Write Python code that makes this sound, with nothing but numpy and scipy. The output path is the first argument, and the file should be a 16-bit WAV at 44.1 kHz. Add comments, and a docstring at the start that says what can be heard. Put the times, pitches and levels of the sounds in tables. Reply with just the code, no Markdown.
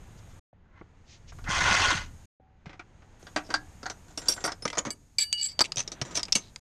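"""In a garage, a plastic drain pan scrapes over gritty concrete, then a hand rummages in a steel tool chest.
Sand catches under the pan and sounds its hollow shell. Wrenches and sockets clack, slide and ring
against each other and knock on the lined sheet-metal drawer, later on a deep bin.
Underneath lies a bed of low rumble, room air and soft hiss. Twice the sound drops out and comes
back dull; a third dropout ends it."""
import sys
import numpy as np
from scipy import signal
from scipy.fft import rfft, irfft, next_fast_len
from scipy.io import wavfile
from scipy.ndimage import uniform_filter1d

SR = 44100
rng = np.random.default_rng(int(sys.argv[2]) if len(sys.argv) > 2 else 0)


def generate_wav(sig):
    """Save sig (samples, or channels by samples) to the path in sys.argv[1] as 16-bit PCM at SR."""
    pcm = np.round(np.clip(np.atleast_2d(sig).T, -1, 1) * 32767).astype(np.int16)
    wavfile.write(sys.argv[1], SR, pcm)


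N = 292672
TIME = np.arange(N) / SR

# fader moves of the bed: time_s, air_db, hiss_db, rumble_db
BED_LEVELS = [(0, -57.5, -67, -48), (1.2, -60, -64, -57.5), (2.26, -60.5, -65.5, -57),
              (3.45, -58, -64, -52.5), (4.55, -61.5, -66.5, -53), (5.1, -71, -71.5, -58),
              (5.7, -59, -72.5, -55.5), (6.1, -49.5, -67, -53.5), (6.6, -66, -68, -53.5)]
# EQ curves of the bed's three layers: freq_hz, gain_db
RUMBLE_EQ = [(10, -9), (25, 3.5), (45, -3.5), (62, -1.5), (85, 1), (120, -4.5), (160, -14), (260, -17.5),
             (500, -52)]
AIR_EQ = [(94, -25.5), (160, 1.5), (263, -8), (318, -8), (545, -11), (934, -11.5), (1040, -15), (1640, -16),
          (4000, -24.5), (5200, -48.5), (8800, -120)]
HISS_EQ = [(2000, -10), (3200, -13.5), (4500, -4.5), (5800, -4), (6600, 6), (7400, -3), (9000, -4.5),
           (10400, -13), (12700, -9), (14200, -33.5)]
# reverb time of the garage: freq_hz, t60_s
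GARAGE_DECAY = [(200, 0.65), (1500, 0.16), (5000, 0.13), (12000, 0.2)]
# dropouts: start_s, end_s
DROPOUTS = [(.395, .53), (2.257, 2.399), (6.595, 6.7)]
# muffling just as the sound returns: freq_hz, gain_db
MUFFLE_EQ = [(100, -5), (800, -12.5), (2000, -11.5), (4500, -22.5), (7000, -35), (13000, -66)]

# pushes on the pan, a light shift and the long scrape:
# grip_s, crest_s, release_s, level_db, grip_db_per_s, release_db_per_s2
PAN_STROKES = [(0.78, 0.783, 0.762, -52, 171, 2500), (1.482, 1.755, 1.886, -24.5, 803, 718)]
# EQ curves of the pan's hollow body and of the grit: freq_hz, gain_db
PAN_EQ = [(150, -57), (250, -11.5), (327, -8), (468, -14), (507, -11.5), (577, -8.5), (725, -4),
          (1060, 0.5), (1220, -3), (1460, 4.5), (1620, -1), (2020, -1), (2280, -12.5), (2540, -15.5),
          (2700, -40.5), (3510, -47.5), (5940, -120)]
GRIT_EQ = [(1410, -33.5), (2400, -5.5), (2550, -4), (2780, -3.5), (3370, -3), (3680, -6.5), (4460, -7.5),
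           (5530, -9), (6450, -5.5), (6950, -12.5), (7530, -16.5), (8930, -23), (10600, -33), (13000, -50),
           (14000, -48.5)]
# narrow resonances of the plastic shell: centre_hz, width_hz, strength_db
SHELL_MODES = [(844, 19, -6.5), (1060, 73, -5), (1124, 24, -0.5), (1460, 5.1, -5.5), (1453, 20, -5.5),
               (1684, 8.9, 2), (1860, 28, -3.5), (2110, 17, -5), (2060, 42, 6), (2510, 13, 3.5),
               (2530, 12, 8), (3300, 120, -16.5)]
# soft low bumps of pan and chest: start_s, level_db, pitch_hz
LOW_BUMPS = [(1.489, -26.5, 163.5), (1.615, -29.5, 169.6), (1.713, -26, 195), (1.922, -32, 284),
             (1.947, -28, 159.5), (2.667, -29.5, 163), (3.363, -32.5, 624), (4.869, -29, 220),
             (5.773, -32.5, 133), (6.017, -25.5, 132), (6.356, -29, 202)]
# brushes of clothing: start_s, length_s, level_db
CLOTH_BRUSHES = [(0.162, 0.054, -62.5), (0.277, 0.068, -67), (1.044, 0.16, -47.5), (1.266, 0.059, -47.5)]
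# EQ curves of cloth, a steel clack and the thump under it: freq_hz, gain_db
CLOTH_EQ = [(600, -33), (2000, 4), (4500, 9), (6600, 12.5), (7600, 1), (12000, -40)]
STEEL_EQ = [(1200, -43), (1900, -5.5), (2400, 1), (3400, 4), (4600, 2.5), (6200, 4.5), (7500, -3.5),
            (9000, -8), (10000, -20), (12300, -29.5), (15000, -53)]
THUMP_EQ = [(50, -20.5), (130, -0.5), (300, 6), (580, 4), (800, -3.5), (1500, -84)]

# panel resonances of the shallow wrench drawer and the deep bin: centre_hz, width_hz, strength_db
DRAWER_MODES = [(310, 60, 0.5), (638, 130, -11), (738, 110, 2.5), (946, 140, -3), (1156, 36, 0.5),
                (1440, 360, 2.5), (1580, 84, -10.5), (1916, 43, -0.5), (2120, 360, -9.5)]
BIN_MODES = [(306.2, 14.3, 10.5), (582, 116, 3.5), (675, 104, 2.5), (948, 120, 3.5), (1132, 390, -1),
             (1246, 65, 9.5), (1542, 230, -0.5), (1910, 390, 0), (2300, 210, -1)]
# free modes of each tool and chest part, by name: pitch_hz, strength_db, t60_s
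TOOL_MODES = { "spanner": [(1715, -23, .16), (2252, -14, .11), (2921, -23, .4), (4633, 0, .052),
              (4638, -25, .8), (4953, -16, .08), (6310, -13, .02), (7705, -4, .07), (8860, -17, .24),
              (9870, -24, .06), (11270, -24, .09), (11700, -20, .055), (12195, -30, .28)],
              "ratchet wrench": [(3530, -19, .13), (4700, 0, .04), (5577, -7, .09), (5680, -6, .04),
              (7440, -21, .45), (7712, -12, .09), (8870, -9, .1), (9265, -9, .08), (10275, -22, .12),
              (10486, -26, .5), (11510, -20, .12), (12200, -27, .15), (13129, -22, .12)],
              "chest wall": [(760, 10, 1), (845, 0.5, 1), (2290, -18, .25)], "spanner jaw": [(2921, 0, .8)],
              "socket": [(5200, -5, 0.097), (9700, -2, .24)], "driver bit": [(6850, 5, 0.031),
              (6700, -34, 0.94), (10800, -15.5, 0.046)], "drawer": [(301.5, -4.5, 0.3), (796, 13.5, 0.014),
              (1056, -29, 0.088), (1534, 13, 0.025), (1610, -2, 0.12), (1680, -11, 0.21),
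              (4460, -26.5, 0.052), (4700, 17, 0.037)]}
# blows that leave steel ringing: start_s, tool, level_db, favoured_hz, undamped_s
RINGING_BLOWS = [(2.4, "chest wall", -54, 612, .18), (3.021, "chest wall", -64.5, 1000, 0.094),
                 (3.545, "chest wall", -54, 950, 0.12), (3.269, "drawer", -46, 4700, .1),
                 (3.3627, "drawer", -16.5, 750, .18), (3.504, "drawer", -28, 1490, .1),
                 (3.541, "drawer", -12.5, 1560, .25), (3.863, "drawer", -29, 1460, 0.12),
                 (4.176, "ratchet wrench", -34, 7040, .2), (4.2843, "ratchet wrench", -11.5, 5240, 0.038),
                 (4.3204, "ratchet wrench", -20.5, 5600, 0.0089),
                 (4.337, "ratchet wrench", -37, 7440, 0.12), (4.441, "ratchet wrench", -33, 5600, 0.037),
                 (4.6226, "socket", -36, 5254, .1), (4.787, "driver bit", -15.5, 6900, .32),
                 (4.905, "spanner", -24.5, 6360, 0.031), (5.184, "spanner", -12.5, 4830, 0.21),
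                 (5.209, "spanner", -20.5, 7700, 0.12), (5.222, "spanner", -18.5, 7700, 0.016),
                 (5.3279, "spanner", -19.5, 4630, 0.16), (5.3318, "spanner jaw", -32.5, 2921, 0.098),
                 (5.4123, "spanner", -22, 4635, .19), (5.6138, "spanner", -11.5, 4630, 0.0095)]
# tools dragged over each other: start_s, length_s, rasp_db, pitch_hz, singing_tool, song_db
TOOL_SLIDES = [(3.433, 0.06, -58.5, 5260, "drawer", -66), (4.29, 0.062, -35, 5700, "ratchet wrench", -43.5),
               (4.438, 0.035, -34, 6120, "ratchet wrench", -31.5),
               (5.193, 0.056, -36, 3700, "spanner", -30), (5.372, 0.044, -46.5, 4800, "spanner", -34.5),
               (5.405, 0.077, -44, 7880, "spanner", -28), (5.464, 0.076, -47.5, 4760, "spanner", -43),
               (5.779, 0.069, -47, 6130, "ratchet wrench", -68),
               (6.032, 0.14, -56.5, 5800, "ratchet wrench", -66),
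               (6.145, 0.045, -31.5, 5950, "ratchet wrench", -37.5),
               (6.349, 0.016, -24.5, 8440, "spanner", -24.5), (6.374, 0.14, -57.5, 4040, "drawer", -70)]
# single hits: start_s, clack_db, pitch_hz, t60_s, panel_db, thump_db
SINGLE_HITS = [(.655, -68, 2350, .069, -58, -55), (.812, -61, 2860, 0.023, -32, -22.5),
               (1.321, -51, 2090, 0.038, -43, -57), (1.386, -55.5, 2200, 0.076, -45, -50.5),
               (1.441, -48, 2600, 0.15, -49.5, -51), (2.794, -32.5, 2350, 0.072, -33, -50),
               (3.021, -54, 2150, 0.066, -50, -75), (3.227, -49.5, 6440, 0.036, -56, -38.5),
               (3.268, -47, 3400, .084, -42, -49), (3.3615, -28, 2500, 0.099, -23, -31),
               (3.49, -55, 1880, 0.12, -50, -35), (3.503, -38.5, 1830, .12, -33.5, -38),
               (3.54, -24.5, 4660, 0.081, -23, -44), (3.83, -40.5, 4780, .065, -38.5, -35.5),
               (3.857, -39.5, 4300, 0.11, -32, -47), (3.863, -34, 6500, 0.036, -26.5, -41.5),
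               (3.899, -31.5, 6000, 0.071, -35, -39), (4.175, -28, 5540, 0.084, -39.5, -33),
               (4.257, -45.5, 7280, 0.21, -47, -54), (4.284, -22.5, 5910, 0.097, -34, -29.5),
               (4.378, -56, 7560, 0.054, -33.5, -49.5), (4.4764, -33.5, 5430, .11, -26.5, -40),
               (4.5188, -30, 5230, 0.048, -35, -36.5), (4.6226, -44, 5250, .075, -46.5, -39),
               (4.653, -23.5, 5800, 0.048, -21.5, -18), (4.772, -33, 6300, 0.11, -28, -26.5),
               (4.8511, -35.5, 6440, 0.11, -32, -31.5), (4.866, -40.5, 2010, .09, -34, -30.5),
               (4.905, -30.5, 4790, 0.039, -45, -35), (5.1848, -27.5, 2345, 0.14, -49, -70),
               (5.3275, -8.5, 7960, 0.0069, -34, -51), (5.7201, -20.5, 4800, 0.023, -36, -47.5),
               (5.759, -27.5, 5700, 0.023, -58, -31), (5.8767, -27, 5430, 0.04, -43.5, -34),
               (5.9177, -31.5, 5990, 0.072, -44, -36.5), (6.1526, -27.5, 6200, 0.1, -38, -41.5),
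               (6.283, -41, 2300, 0.051, -44.5, -40), (6.3535, -17.5, 6280, 0.098, -34, -30.5),
               (6.5602, -27, 4800, 0.015, -39, -63.5)]
# tools bouncing to rest, with the levels of the first hit:
# start_s, hit_count, spacing_s, step_db, clack_db, pitch_hz, t60_s, panel_db, thump_db
TOOL_RATTLES = [(2.658, 3, 0.036, -2, -37, 2100, .11, -39, -43),
                (4.44, 2, 0.0083, -1, -31, 5560, .1, -28, -25.5),
                (4.6782, 2, 0.023, -3.5, -27, 2060, 0.043, -38.5, -33),
                (4.7293, 2, 0.023, -4.5, -37, 4900, 0.076, -33, -43),
                (4.782, 2, 0.0063, 1, -20, 6750, 0.035, -29.5, -53.5),
                (5.592, 2, 0.0048, -6.5, -10.5, 4650, 0.017, -20.5, -26),
                (5.6066, 4, 0.0045, -3, -10, 4970, 0.017, -14, -13),
                (5.642, 3, 0.0068, 0.5, -28.5, 2560, 0.03, -73, -45.5),
                (5.77, 4, .011, 0, -22, 6100, 0.044, -36.5, -38),
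                (6.0148, 2, .008, -8.5, -21.5, 5530, 0.034, -27, -25),
                (6.1731, 2, .0214, -8, -20.5, 5440, 0.059, -29, -35.5),
                (6.231, 2, 0.022, -12.5, -20, 4920, 0.032, -41, -53),
                (6.323, 2, 0.0031, -0.5, -11, 5340, 0.029, -39, -60)]
# faint nudges as the hand feels about: start_s, end_s, clack_db, panel_and_thump_db
HAND_NUDGES = [(4.057, 4.148, -57.5, -59), (4.198, 4.436, -45, -46), (6.05, 6.149, -45.5, -45)]


def amp(db):
    return 10 ** (np.asarray(db) / 20)


def unit(x):
    return x / np.sqrt(np.mean(x ** 2) + 1e-20)


def curve_at(points, hz):
    """Reads a curve along a log frequency axis."""
    freqs, values = np.transpose(points)
    return np.interp(np.log(hz + 1), np.log(freqs + 1), values)


def add(mix, start_s, sound):
    part = mix[round(start_s * SR):][:len(sound)]
    part += sound[:len(part)]


def peak(hz, centre_hz, width_hz):
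    """Gain of one resonance, 1 at its centre."""
    return 1 / np.sqrt(1 + (2 * (hz - centre_hz) / width_hz) ** 2)


def resonances(modes, hz):
    """Summed gain of a bank of resonances."""
    return sum(amp(db) * peak(hz, centre_hz, width_hz) ** 2 for centre_hz, width_hz, db in modes)


def shaped(x, gain):
    """Filters x by gain(hz), to rms 1."""
    size = next_fast_len(len(x))
    hz = np.fft.rfftfreq(size, 1 / SR)
    return unit(irfft(rfft(x, size) * gain(hz), size)[:len(x)])


def coloured(x, eq, modes=()):
    """Runs x through an EQ curve with any resonances on top, to rms 1."""
    return shaped(x, lambda hz: amp(curve_at(eq, hz)) * (1 + resonances(modes, hz)))


def dying(x, t, t60, rise_s):
    """Gives x an attack and a decay, with the energy of a steady unit sound so faded."""
    fade = amp(-60 * t / t60) * (1 - np.exp(-t / rise_s))
    return unit(x * fade) * np.sqrt(np.mean(fade ** 2))


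def grains(size, per_s, spread_db):
    """Tiny slips at random moments, a few much larger than the rest, over a faint noise floor."""
    sizes = rng.standard_normal(size) * amp(spread_db * np.minimum(rng.exponential(1, size), 4))
    slipping = rng.random(size) < per_s / SR
    return sizes * (slipping + 0.09)


def waver(size, samples, depth_db):
    """A random gain flutter, smoothed over the given samples."""
    return amp(depth_db * unit(uniform_filter1d(rng.standard_normal(size), samples)))


def wandering(x, depth_db):
    """As the touching edge shifts, patches of the spectrum swell for a few hundredths of a second."""
    spectrum = signal.stft(x, nperseg=256)[2]
    patches = uniform_filter1d(rng.standard_normal(spectrum.shape), size=4, axis=0)
    patches = unit(uniform_filter1d(patches, size=6, axis=1))
    return unit(signal.istft(spectrum * amp(depth_db * patches), nperseg=256)[1][:N])


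def background(swell_db=-36, swell_at_s=1.737, swell_width_s=0.32):
    """The bed: room air, hiss, and a handling rumble that swells around the long scrape."""
    times, *faders = np.transpose(BED_LEVELS)
    air, hiss, rumble = [amp(np.interp(TIME, times, db)) for db in faders]
    swell = amp(swell_db) * np.exp(-((TIME - swell_at_s) / swell_width_s) ** 2)
    layers = [(rumble + swell, RUMBLE_EQ), (air, AIR_EQ), (hiss, HISS_EQ)]
    return sum(gain * coloured(rng.standard_normal(N), eq) for gain, eq in layers)


def garage(x, echoes_per_s=3000, predelay_s=0.004):
    """Sparse reflections from a cluttered room, the treble dying before the bass."""
    size = SR // 2
    taps = rng.standard_normal(size) * (rng.random(size) < echoes_per_s / SR)
    taps *= np.arange(size) > predelay_s * SR
    hz, t, spectrum = signal.stft(taps, SR, nperseg=256)
    decay = amp(-60 * t / curve_at(GARAGE_DECAY, hz)[:, None])
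    tail = signal.istft(spectrum * decay, SR, nperseg=256)[1]
    return signal.fftconvolve(x, tail / np.linalg.norm(tail))[:N]


def dropouts(x, ease_s=0.51, muffled_s=0.795, pop_db=-39.5):
    """The sound cuts out, then comes back with a soft low pop; the treble returns slowly."""
    hz, times, spectrum = signal.stft(x, SR, nperseg=256)
    depth = sum(np.exp(-abs(times - end) / ease_s) * (times > start) * (times < end + muffled_s)
                for start, end in DROPOUTS)
    muffle = amp(curve_at(MUFFLE_EQ, hz)[:, None] * depth)
    out = signal.istft(spectrum * muffle, SR, nperseg=256)[1][:N]
    gate = 1.0 - sum((TIME > start) & (TIME < end) for start, end in DROPOUTS)
    out *= uniform_filter1d(gate, size=128)
    t = np.arange(8192) / SR
    for _, end in DROPOUTS:
        pop = coloured(rng.standard_normal(len(t)), THUMP_EQ)
        add(out, end, amp(pop_db) * dying(pop, t, t60=0.012, rise_s=0.0016))
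    return out


def clothes():
    """Cloth brushes by in smooth swells of bright noise."""
    out = np.zeros(N)
    for start_s, length_s, db in CLOTH_BRUSHES:
        size = int(length_s * SR)
        swish = coloured(rng.standard_normal(N), CLOTH_EQ)[:size]
        add(out, start_s, amp(db) * swish * signal.windows.hann(size))
    return out


def bumps():
    """A heavy part gives way for a few slow cycles."""
    out, t = np.zeros(N), np.arange(8192) / SR
    for start_s, db, hz in LOW_BUMPS:
        add(out, start_s, amp(db) * dying(np.sin(2 * np.pi * hz * t), t, t60=0.062, rise_s=0.0014))
    return out


def stroke_db(grip_s, crest_s, release_s, db, grip_db_per_s, release_db_per_s2, arch_db_per_s2=94.5):
    """The push on the pan: a quick grip, a shallow arch, a release that gathers speed."""
    grip = grip_db_per_s * np.maximum(grip_s - TIME, 0)
    arch = arch_db_per_s2 * (TIME - crest_s) ** 2
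    release = release_db_per_s2 * np.maximum(TIME - release_s, 0) ** 2
    return db - (grip + arch + release)


def pan_scrape(grit_db=-0.75, grit_lag_s=0.012, grit_db_per_push_db=1.1):
    """Sand grains catch under the pan in uneven jerks and sound its hollow shell."""
    push_db = np.max([stroke_db(*stroke) for stroke in PAN_STROKES], axis=0).clip(min=-150)
    catches = wandering(grains(N, per_s=8000, spread_db=1.8), depth_db=2.4)
    catches *= waver(N, samples=200, depth_db=0.6)
    shell = amp(push_db) * coloured(catches, PAN_EQ, SHELL_MODES)
    bite_db = np.interp(TIME - grit_lag_s, TIME, push_db)  # the grit bites just after the shell answers
    grit = amp(grit_db + grit_db_per_push_db * bite_db) * coloured(catches, GRIT_EQ)
    return shell + grit


def damped_steel(x, pitch_hz, width_hz=650, strength_db=10):
    """Tools lying on each other are heavily damped: a broad colour with one blunt resonance."""
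    return coloured(x, STEEL_EQ, [(pitch_hz, width_hz, strength_db)])


def ringing(tool, favoured_hz, t, favour_db=14, favour_width_hz=450, rise_s=0.00045):
    """A tool's answer to one blow; where the blow lands decides which modes take most of it."""
    hz, mode_db, t60 = np.transpose(TOOL_MODES[tool])
    chance_db = rng.uniform(-3, 3, len(hz))
    share = amp(mode_db + chance_db + favour_db * peak(hz, favoured_hz, favour_width_hz))
    weights = rng.choice([-1, 1], len(hz)) * share / np.linalg.norm(share)
    modes = np.sin(2 * np.pi * hz[:, None] * t) * amp(-60 * t / t60[:, None])
    attack = 1 - np.exp(-t / rise_s)
    return np.sqrt(2) * (weights @ modes) * attack


def tool_slides(song_decay_s=0.01):
    """Steel sticks and slips over steel, and the slips keep the tool singing."""
    out, t = np.zeros(N), np.arange(8192) / SR
    for start_s, length_s, rasp_db, pitch_hz, tool, song_db in TOOL_SLIDES:
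        stroke = np.clip(3 * np.minimum(t / length_s, 1 - t / length_s), 0, 1)
        slips = grains(len(t), per_s=1700, spread_db=3.0)
        choked_ring = ringing(tool, pitch_hz, t) * np.exp(-t / song_decay_s)
        song = signal.fftconvolve(slips * stroke, choked_ring)[:len(t)]
        add(out, start_s, amp(rasp_db) * damped_steel(slips, pitch_hz) * stroke)
        add(out, start_s, amp(song_db) * unit(song) * np.sqrt(np.mean(stroke ** 2)))
    return out


def tool_rings(damped_t60=0.016):
    """A loose tool or chest panel rings until a finger or a neighbour damps it."""
    out, t = np.zeros(N), np.arange(SR // 2) / SR
    for start_s, tool, db, favoured_hz, undamped_s in RINGING_BLOWS:
        choke = amp(-60 * np.maximum(t - undamped_s, 0) / damped_t60)
        add(out, start_s, amp(db) * ringing(tool, favoured_hz, t) * choke)
    return out


def clack_notes(t, pitch_hz, main_db=3, count=9):
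    """The notes of whichever tool in the heap was hit: one main pitch among random partials."""
    hz = rng.uniform(2000, 12500, count)
    weights = amp(curve_at(STEEL_EQ, hz)) * rng.choice([-1, 1], count)
    partials = unit(weights @ np.sin(2 * np.pi * hz[:, None] * t))
    main = unit(np.sin(2 * np.pi * pitch_hz * t))
    return unit(partials + amp(main_db) * main)


def hit_cues(nudges_per_s=22, nudge_hz=7200, nudge_t60=0.18):
    """The cue list of clacks: single hits, each bounce of a rattle, and chance nudges."""
    cues = list(SINGLE_HITS)
    for start_s, count, spacing_s, step_db, clack_db, pitch_hz, t60, panel_db, thump_db in TOOL_RATTLES:
        for k in range(round(count)):
            at_s, trim_db = start_s + k * spacing_s, k * step_db
            cues.append((at_s, clack_db + trim_db, pitch_hz, t60, panel_db + trim_db, thump_db + trim_db))
    for start_s, end_s, clack_db, body_db in HAND_NUDGES:
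        span_s = end_s - start_s
        count = max(round(span_s * nudges_per_s), 1)
        for at_s in start_s + span_s * (np.arange(count) + rng.random(count)) / count:
            cues.append((at_s, clack_db, nudge_hz, nudge_t60, body_db, body_db))
    return cues


def tool_clacks(bin_opens_s=4.6, panel_t60_ratio=1.275, tick_db=2, tick_s=0.00077):
    """Each hit is a tick, a few short notes and a chatter of rebounds that shakes panel and chest."""
    out, t = np.zeros(N), np.arange(8192) / SR
    tick = 1 + amp(tick_db) * np.exp(-t / tick_s)
    for start_s, clack_db, pitch_hz, t60, panel_db, thump_db in hit_cues():
        t60 = max(t60, 0.008)
        rebounds = rng.standard_normal((3, len(t))) * waver(len(t), samples=70, depth_db=0.5)
        # steel on steel gives notes; a knock on the lined drawer gives almost none
        note_gain = np.clip((clack_db - panel_db + 6) / 18, 0.2, 0.9)
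        clack = unit(damped_steel(rebounds[0], pitch_hz) + note_gain * clack_notes(t, pitch_hz))
        panel_modes = DRAWER_MODES if start_s < bin_opens_s else BIN_MODES
        panel = shaped(rebounds[1], lambda hz: resonances(panel_modes, hz))
        thump = coloured(rebounds[2], THUMP_EQ)
        add(out, start_s, amp(clack_db) * dying(clack * tick, t, t60, rise_s=0.00046))
        add(out, start_s, amp(panel_db) * dying(panel, t, t60 * panel_t60_ratio, rise_s=0.00072))
        add(out, start_s, amp(thump_db) * dying(thump, t, t60, rise_s=0.0036))
    return out


def scene(clack_trim_db=-1, ring_trim_db=-1, reverb_db=-20):
    """The mono mix: close action with a little garage reverb over the bed, all cut by the dropouts."""
    bed = background()
    close = pan_scrape() + bumps() + tool_slides() + clothes()
    close += amp(ring_trim_db) * tool_rings() + amp(clack_trim_db) * tool_clacks()
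    return dropouts(close + amp(reverb_db) * garage(close) + bed)[None]


def record(dry, top_hz=14000, ceiling=0.66, band_limit_hz=15600):
    """The microphone dulls the highest treble and rounds the sharpest peaks; a steep low-pass follows."""
    dulled = signal.sosfilt(signal.butter(4, top_hz, fs=SR, output="sos"), dry)
    rounded = ceiling * np.tanh(dulled / ceiling)
    low_pass = signal.firwin(511, band_limit_hz, window=("kaiser", 9), fs=SR)
    return signal.oaconvolve(rounded, low_pass[None], "same")


dry = scene()
out = record(dry)
generate_wav(out)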